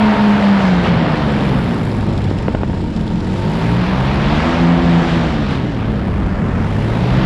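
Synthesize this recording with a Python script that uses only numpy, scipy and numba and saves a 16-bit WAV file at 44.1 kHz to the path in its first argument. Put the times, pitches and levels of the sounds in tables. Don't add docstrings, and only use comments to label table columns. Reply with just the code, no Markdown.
import sys
import numpy as np
from scipy import signal
from scipy.fft import rfft, irfft
from scipy.io import wavfile
from scipy.ndimage import uniform_filter1d
from numba import njit

SR = 44100
rng = np.random.default_rng(int(sys.argv[2]) if len(sys.argv) > 2 else 0)


def pcm_store(signal):
    levels = np.round(np.clip(np.atleast_2d(signal), -1, 1) * 32767)
    wavfile.write(sys.argv[1], SR, levels.astype(np.int16).T)


N = 319857


def undb(db):
    return 10 ** (np.asarray(db) / 20)


def curves(table):
    s, *columns = np.transpose(table)
    return [np.interp(np.arange(N) / SR, s, c) for c in columns]


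def unit(x):
    return x / np.sqrt(np.mean(x ** 2))


@njit
def svf(x, hz, width):
    y, band, low = np.empty(len(x)), 0., 0.
    g, k = np.tan(np.pi * hz / SR), width / hz
    for i in range(len(x)):
        v = (band + g * (x[i] - low)) / (1 + g * (g + k))
        band, low, y[i] = 2 * v - band, low + 2 * g * v, k * v
    return y


def ring(x, modes):
    out = 0
    for i, (hz, width, db) in enumerate(modes):
        out = out + (-1) ** i * undb(db) * svf(x, 1. * hz, 1. * width)
    return out


def dull(x, hz):
    return signal.sosfilt(signal.butter(4, hz, fs=SR, output="sos"), x)


def walk(rate):
    k = int(SR / rate)
    held = np.repeat(rng.standard_normal(N // k + 1), k)
    slewed = uniform_filter1d(uniform_filter1d(held, k), k)
    return unit(slewed[:N])


def strikes(table):
    s, db = np.transpose(table)
    x = np.zeros(N)
    x[(s * SR).astype(int)] = undb(db)
    return x


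def burst(x, t60_s):
    decay = np.exp(-np.log(1000) * np.arange(int(t60_s * SR)) / (t60_s * SR))
    return np.convolve(x, decay)[:N] * rng.standard_normal(N)


def whole_cycles(phase):
    return np.diff(np.floor(phase), prepend=0)


def pulling(hz):
    hz_per_s = uniform_filter1d(np.gradient(hz) * SR, SR // 4)
    return np.tanh(hz_per_s / 38)


# firing rate f/Hz, blade overtones below the ninth level/dB, from the ninth level/dB,
# rush around 1.2 kHz level/dB, around 4 kHz level/dB, around 7.5 kHz level/dB
LEVELS_BY_REVS = [(44.5, -31, -48.5, -33.5, -41.5, -58), (52.2, -35.5, -33, -32, -39.5, -58),
                  (63.39, -35.5, -36, -25.5, -36.5, -54.5), (85.6, -30.5, -29, -20.5, -32, -49),
                  (94.6, -38.5, -40, -17, -30, -45.5), (106.8, -31.5, -19, -18.5, -31, -54)]
PULL_DB = 1.5


def by_revs(hz):
    rate, *columns = np.transpose(LEVELS_BY_REVS)
    return [np.interp(np.log(hz), np.log(rate), c) + PULL_DB * pulling(hz) for c in columns]


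# t/s, rumble level/dB, buffet level/dB
WIND_LEVELS = [(0.0, -29, -22.5), (0.6, -34, -21.5), (0.95, -37, -15.5), (1.25, -33, -19.5),
               (1.6, -33, -17.5), (2.2, -23, -19), (2.6, -24, -21.5), (2.9, -27, -21.5), (3.3, -30, -23.5),
               (3.75, -28, -21), (4.14, -18, -21.5), (4.7, -27, -23), (5.0, -28, -22.5),
               (5.25, -21.5, -20.5), (5.7, -24, -21.5), (6.1, -19.5, -20), (6.5, -22, -19),
               (6.9, -23, -20.5), (7.25, -20, -19.5)]


def wind():
    rumble_db, buffet_db = curves(WIND_LEVELS)
    rumble = svf(svf(svf(rng.standard_normal(N), 60., 77.0), 60., 81.0), 60., 100.0)
    buffet = dull(svf(svf(rng.standard_normal(N), 157.5, 97.0), 186.0, 600.0), 830.0)
    rumble = unit(rumble) * undb(rumble_db + .8 * walk(2.6))
    buffet = unit(buffet) * undb(buffet_db + .4 * walk(17))
    return rumble + buffet


WHISTLE_S, WHISTLE_HALF_S = 6.81, 0.26
WHISTLE_HZ, WHISTLE_WIDTH_HZ, WHISTLE_DB = 2046., 111.6, -44


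def whistle():
    swell = np.exp(-((np.arange(N) / SR - WHISTLE_S) / WHISTLE_HALF_S) ** 2)
    breath = unit(svf(rng.standard_normal(N), WHISTLE_HZ, WHISTLE_WIDTH_HZ))
    return undb(WHISTLE_DB) * swell * breath


# t/s, around 1.2 kHz level/dB, around 4 kHz level/dB
RUSH_OFFSETS = [(0, -1.5, 1.5), (.6, -1.5, -0.5), (1.1, 1.2, 2), (2.0, 2.7, -1.5), (2.8, -2.5, -5.5),
                (3.1, -1, -1.5), (3.7, 2, 3), (4.35, 0.5, 2.5), (4.75, -1.5, -1.5), (5.05, 0, 1),
                (5.55, -3, 1), (5.8, 1, -1.5), (6.1, 3, -2.5), (6.5, 6, -4), (6.9, 1.5, -1.2),
                (7.25, -0.5, 4.5)]
# t/s, around 7.5 kHz level/dB relative to the law of the revs, around 12 kHz level/dB
TREBLE_LEVELS = [(0, 2, -60), (.3, -0.5, -59.5), (.8, -3, -66), (1.0, -3, -70), (1.52, -1, -56.5),
                 (1.9, 2, -60), (2.2, 1, -71), (2.8, 1, -80), (3.2, 3, -70), (3.55, 6, -59),
                 (3.95, -1, -61), (4.45, 1.5, -66), (4.8, -3.5, -66), (5.1, 3, -65), (5.6, -1.5, -71),
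                 (6.0, -2.5, -66), (6.5, 2, -71), (6.85, 3, -62), (7.25, -1, -61)]
# f/Hz, level/dB
RUSH_SPECTRUM = [(200, -28), (330, -21.5), (480, -8), (750, -6), (1160, -9), (1700, -12), (2330, -16.5),
                 (3370, -21.5), (4900, -30), (5700, -35), (6400, -40), (7400, -41), (8500, -47),
                 (10800, -47.5), (13000, -62.5), (15000, -71)]
RUSH_REFERENCE_DB = (-24, -36, -53, -62)
# t/s, level/dB at the peak, time from there to 1/e of the dB rise t/s
RUSH_SWELLS = [(0.87, 4.5, 0.028), (4.538, 1.5, 0.019), (5.533, 3.5, 0.053)]


def rush(crank, blade, low_revs, revs_db):
    body_db, bright_db = curves(RUSH_OFFSETS)
    treble_db, top_db = curves(TREBLE_LEVELS)
    levels_db = [revs_db[0] + body_db, revs_db[1] + bright_db, revs_db[2] + treble_db, top_db]
    gust = walk(17)
    struts, passes, puffs = (undb(3 * walk(2.5)) for _ in range(3))
    chop = 1 + .14 * struts * np.cos(6 * np.pi * blade)
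    chop += .09 * passes * np.cos(2 * np.pi * blade)
    chop += .13 * puffs * low_revs * np.cos(2 * np.pi * crank)
    f = np.fft.rfftfreq(N, 1 / SR) + 1
    colour_hz, colour_db = np.transpose(RUSH_SPECTRUM)
    colour = undb(np.interp(np.log(f), np.log(colour_hz), colour_db))
    noise = rfft(rng.standard_normal(N) * chop) * colour
    middle = irfft(noise * (f > 500) * (f < 2500), N)
    noise = noise * undb(RUSH_REFERENCE_DB[0]) / np.std(middle)
    swell_db = sum(db * np.exp(-((np.arange(N) / SR - s) / half_s) ** 2) for s, db, half_s in RUSH_SWELLS)
    anchors = np.log([1500, 4000, 7500, 12000])
    out = 0
    for hz in 1500 * 2 ** (np.arange(-9, 12) / 3):
        band = irfft(noise * np.clip(1 - abs(3 * np.log2(f / hz)), 0, 1), N)
        share = [np.interp(np.log(hz), anchors, row) for row in np.eye(len(anchors))]
        band_db = sum(s * (db - usual) for s, db, usual in zip(share, levels_db, RUSH_REFERENCE_DB))
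        out = out + band * undb(band_db + swell_db + 0.14 * gust + 1.0 * walk(20))
    return out


# t/s, level/dB
RATTLE_LEVELS = [(0, -69), (1.1, -65), (1.55, -61), (2.0, -60), (3.2, -66), (3.5, -59), (3.9, -64),
                 (4.3, -69), (6.5, -71), (6.9, -68), (7.25, -68)]
# f/Hz, width f/Hz, relative level/dB for each pass
CAGE_MODES = [(7500, 1700, 0.5), (10300, 1200, -1), (12200, 1200, -4.5)]
RATTLE_T60_S, RATTLE_SCATTER_DB = .012, 4
SHAKE_DB = 4.5


def rattle(crank, blade):
    fired = whole_cycles(crank) > 0
    scatter_db = RATTLE_SCATTER_DB * rng.standard_normal(fired.sum())
    jolts = np.zeros(N)
    jolts[fired] = undb(scatter_db + SHAKE_DB * np.cos(np.pi * blade[fired]))
    shaken = burst(jolts, RATTLE_T60_S)
    return undb(curves(RATTLE_LEVELS)[0]) * unit(ring(ring(shaken, CAGE_MODES), CAGE_MODES))


# t/s, relative strike level/dB
TICK_STRIKES = [(1.1724, -30), (1.4394, -32), (1.4904, -27), (1.5877, -34), (1.686, -38), (1.7823, -36),
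                (1.8536, -36), (1.916, -29), (2.0098, -31), (2.0906, -32), (2.1345, -32), (2.1776, -25),
                (2.2184, -30), (2.2412, -27), (2.3026, -31), (2.3241, -34), (2.3864, -27.5), (2.4268, -35),
                (2.8124, -39), (2.9631, -28), (3.0101, -31), (3.0774, -30), (3.1217, -38), (3.1577, -33),
                (3.205, -33), (3.245, -33), (3.3719, -34)]
# f/Hz, width f/Hz, relative level/dB
BUCKLE_MODES = [(2400, 1200, 5.5), (3600, 1300, 11), (5400, 720, 4.5), (7100, 880, -2.5),
                (10380, 1300, -11)]
SLACK_START_S, SLACK_END_S, SLACK_FADE_S = 1.15, 3.36, 0.4
TAUT_DB, SLACK_DB = -58, -43


def ticks(blade):
    passes = whole_cycles(blade) > 0
    chatter = np.zeros(N)
    chatter[passes] = undb(2.5 * rng.standard_normal(passes.sum()))
    t = np.arange(N) / SR
    inside_s = np.minimum(t - SLACK_START_S, SLACK_END_S - t)
    slack = np.clip(inside_s / SLACK_FADE_S + .5, 0, 1)
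    struck = undb(-1.0) * burst(strikes(TICK_STRIKES), 0.022)
    chattering = undb(TAUT_DB + (SLACK_DB - TAUT_DB) * slack) * unit(burst(chatter, 0.23))
    return dull(svf(ring(struck + chattering, BUCKLE_MODES), 4700.0, 9000.), 12000.)


# t/s, relative thump level/dB, crack level/dB and snap level/dB over the thump,
# delay of the crack and snap after the thump t/s
POP_STRIKES = [(1.652, -26, 5, -6, 0.015), (2.208, -28, 6, -6, -0.0013), (2.312, -10.5, -12, -22, -0.0037),
               (2.4836, -9, 1, -5, -0.0017), (2.5471, -12, 2.5, 3, 0.0022), (2.586, -30, 5, -6, .001),
               (2.608, -23, 2, -8, 0.0062), (2.6336, -10.5, 1.5, -13, -0.00017),
               (2.697, -18.5, -3, -16, .002), (2.737, -18.5, -2, -10, -0.0052)]


def pops():
    s, thump_db, crack_db, snap_db, lag_s = np.transpose(POP_STRIKES)
    thump = strikes(np.c_[s, thump_db])
    thump = dull(svf(svf(thump, 184.0, 175.0), 360.0, 680.0), 1100.0)
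    crack, snap = (strikes(np.c_[s + lag_s, thump_db + db]) for db in (crack_db, snap_db))
    crack, snap = (x + undb(-18) * burst(x, 0.015) for x in (crack, snap))
    crack = svf(svf(crack, 770.0, 850.0), 840.0, 1300.0)
    snap = svf(svf(snap, 1500.0, 1600.), 2000., 2500.)
    return dull(undb(27.5) * crack + undb(14) * snap - undb(45.0) * thump, 3000)


# overtone number, relative level/dB
BLADE_OVERTONES = [(1, 1), (2, -4.5), (4, 3), (5, -12.5), (6, 6.5), (7, -0.5), (8, -3), (9, -3), (10, -2.5),
                   (12, -5.5), (13, -1), (15, -12.5), (16, -15.5)]
COAST_DB = 6


def propeller(blade, low_db, high_db, coast):
    out = 0
    for k, db in BLADE_OVERTONES:
        level_db = db + (low_db if k < 9 else high_db) + COAST_DB * coast * (k < 5) + 1.3 * walk(7)
        phase = k * 2 * np.pi * blade + 2 * np.pi * rng.random() + 0.26 * walk(6)
        out = out + undb(level_db) * np.sin(phase)
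    return out


# t/s, second overtone with its blade partner level/dB, first level/dB, third level/dB,
# fourth level/dB, fifth level/dB, added to the higher ones level/dB
ENGINE_LEVELS = [(0.0, -10, -31, -47, -30.5, -39, 0), (0.25, -9.5, -36, -42, -29.5, -38, 4),
                 (0.5, -9, -39.5, -32, -36, -42, -4), (0.9, -13, -27, -34, -38, -34, -2),
                 (1.1, -17.5, -35, -27, -28, -39, -4), (1.25, -22.5, -25, -21, -33, -47, 1),
                 (1.5, -20, -27, -18.5, -30, -36, 2.5), (1.8, -22.5, -34, -30, -29, -34.5, -2),
                 (2.1, -18.5, -33, -33, -33, -32, -0.5), (2.4, -26, -39, -37, -37, -39, -10),
                 (2.7, -25, -41, -29, -32, -36, -2.5), (3.0, -30.5, -44, -40, -27, -22, 1),
                 (3.25, -24, -39, -36, -23.5, -25, 0), (3.45, -20.5, -29, -22.5, -22.5, -42, 1.5),
                 (3.7, -18, -28, -18, -28, -27.5, 1.5), (3.95, -18, -24, -19.5, -42, -34, -2),
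                 (4.2, -14.5, -32, -21, -35, -31, -20), (4.45, -19, -25, -17.5, -29.5, -40, 1),
                 (4.8, -7.5, -31.5, -17, -25.5, -38, 6), (5.1, -15, -25.5, -23, -27.5, -40, -2),
                 (5.4, -21, -32, -20.5, -26.5, -45, -4), (5.7, -21, -40, -34, -37, -26, -1.5),
                 (6.0, -23, -40, -31, -21.5, -35, -3), (6.25, -23, -37, -39, -26.5, -29.5, -5),
                 (6.5, -21, -38, -27, -32, -25, -3), (6.75, -18, -32, -37, -31, -33, -4),
                 (7.0, -17.5, -35, -21, -31, -36, -1.5), (7.25, -14, -28, -20.5, -30, -23.5, 3)]
# f/Hz, level/dB
PIPE_COLOUR = [(260, -37), (330, -36), (430, -38.5), (600, -41.5), (900, -41)]
UPPER_OFFSETS_DB = (-3.5, 3.5, -6, -3.5, -4.5, -2.5)
EXHAUST_OVERTONES = (1, 2, 3, 4, 5, 6, 7, 8, 9, 10, 11)
RASP_DB = 8


def overtones_db(hz):
    second_db, first_db, *next_db, upper_db = curves(ENGINE_LEVELS)
    pipe_hz, pipe_db = np.transpose(PIPE_COLOUR)
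    upper = []
    for k, db in zip(EXHAUST_OVERTONES[5:], UPPER_OFFSETS_DB):
        coloured_db = np.interp(np.log(k * hz), np.log(pipe_hz), pipe_db) + db + upper_db
        upper.append(coloured_db + RASP_DB * pulling(hz) * (k > 7) + 1.6 * walk(2.8))
    return [first_db, second_db] + next_db + upper


# f/Hz, width f/Hz, relative level/dB for each pass
SILENCER_MODES = [(640, 70, -5), (920, 70, 0)]
# t/s, level/dB
SILENCER_LEVELS = [(0, -32), (.55, -30), (1, -41), (2, -36), (2.8, -34), (3.2, -35), (3.4, -31), (3.7, -32),
                   (4.4, -36.5), (5.3, -41.5), (6.5, -40), (7.25, -38)]
SCATTER_DB, SCATTER_TURNS = 1.73, 0.014013
SKIP_DB, SKIP_BELOW_HZ = 12, 58
GAS_DB = -35.5


def exhaust(hz, crank, beat, throbs):
    tones_db = overtones_db(hz)
    chance = rng.standard_normal((2, 1000))
    strong_db, late_turns = (spread * np.interp(crank, np.arange(1000), c)
                             for spread, c in zip((SCATTER_DB, SCATTER_TURNS), chance))
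    turn = 2 * np.pi * (crank + late_turns)
    tones = [np.sqrt(2) * undb(db + strong_db) * np.sin(k * turn + k * k)
             for k, db in zip(EXHAUST_OVERTONES, tones_db)]
    second = undb(strong_db) * np.sin(2 * turn - 0.63 * np.sin(2 * np.pi * throbs))
    third_blade = np.sin(2 * np.pi * (2 * crank + throbs))
    tones[1] = np.sqrt(2) * undb(tones_db[1]) * (beat * second - third_blade) / (1 + beat)
    every_second = np.floor(crank) % 2
    skip = every_second * np.clip(1.6 - 3 * pulling(hz), 0, 1) * (hz < SKIP_BELOW_HZ)
    pulses = whole_cycles(crank) * undb(strong_db - SKIP_DB * skip)
    flow = pulses + undb(GAS_DB) * rng.standard_normal(N)
    ringing = unit(ring(ring(flow, SILENCER_MODES), SILENCER_MODES))
    return sum(tones) + undb(curves(SILENCER_LEVELS)[0]) * ringing


# t/s, strength of the exhaust tone against the blade tone (0-1)
THROB_MARKS = [(-.06, .8), (0.159, 1), (.40, 0.5), (.61, 0.23), (.86, 0.4), (1.02, 0), (1.41, 0.28),
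               (3.13, 0.05), (3.55, 0.6), (3.85, 1), (4.15, 0.58), (4.51, 0.62), (4.81, 0.71), (5.07, 0.84),
               (5.27, 0.19), (5.93, 0.23), (6.97, 0.26), (7.3, 0.31)]
# firing rate f/Hz, turns for one throb
SLIP_TURNS = [(46, 11), (54, 20)]


def belt_slip(hz):
    slip = np.cumsum(hz / np.interp(hz, *np.transpose(SLIP_TURNS))) / SR
    pace = hz / SLIP_TURNS[-1][1]
    times = np.r_[-1, np.arange(N) / SR, 9]
    extended = np.r_[-pace[0], slip, slip[-1] + pace[-1] * (9 - N / SR)]
    marks = np.interp(np.array(THROB_MARKS)[:, 0], times, extended)
    counts = np.maximum(np.round(np.diff(marks)), 1)
    return np.interp(slip, marks, np.cumsum(np.r_[0, counts]))


# t/s, firing rate f/Hz
FIRING_RATE = [(0.0, 105.5), (0.18, 103.8), (0.4, 100), (0.58, 96.25), (0.75, 87.64), (0.9, 84.01),
               (1.05, 79.2), (1.2, 74.13), (1.4, 68.57), (1.64, 60), (1.8, 55.86), (1.96, 50.67),
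               (2.15, 48.37), (2.38, 45.97), (2.48, 48.85), (2.69, 44.64), (2.9, 43.9), (3.05, 43.34),
               (3.2, 42.72), (3.35, 47.86), (3.59, 55.44), (3.8, 59.75), (4.05, 65.73), (4.26, 70.67),
               (4.5, 82.76), (4.78, 85.13), (5.15, 82.46), (5.35, 75.04), (5.55, 65.52), (5.75, 55.18),
               (5.95, 51.77), (6.15, 48.24), (6.35, 45), (6.52, 43.2), (6.7, 48.24), (6.9, 55),
               (7.25, 66.7)]


def scene():
    hz = curves(FIRING_RATE)[0]
    crank = np.cumsum(hz) / SR
    throbs = belt_slip(hz)
    blade = (2 * crank + throbs) / 3
    beat = np.clip(curves(THROB_MARKS)[0], 0, 1)
    low_db, high_db, *rush_db = by_revs(hz)
    coast = np.maximum(-pulling(hz), 0)
    low_revs = np.clip(1.6 - hz / 60, 0, 1)
    air = wind() + whistle() + rush(crank, blade, low_revs, rush_db)
    loose = rattle(crank, blade) + ticks(blade)
    engine = pops() + propeller(blade, low_db, high_db, coast) + exhaust(hz, crank, beat, throbs)
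    return (air + loose + engine)[None]


def record(dry):
    rounded = np.tanh(0.88 * dry) / 0.9
    return signal.sosfilt(signal.ellip(8, .2, 70, 15500, fs=SR, output="sos"), rounded)


dry = scene()
out = record(dry)
pcm_store(out)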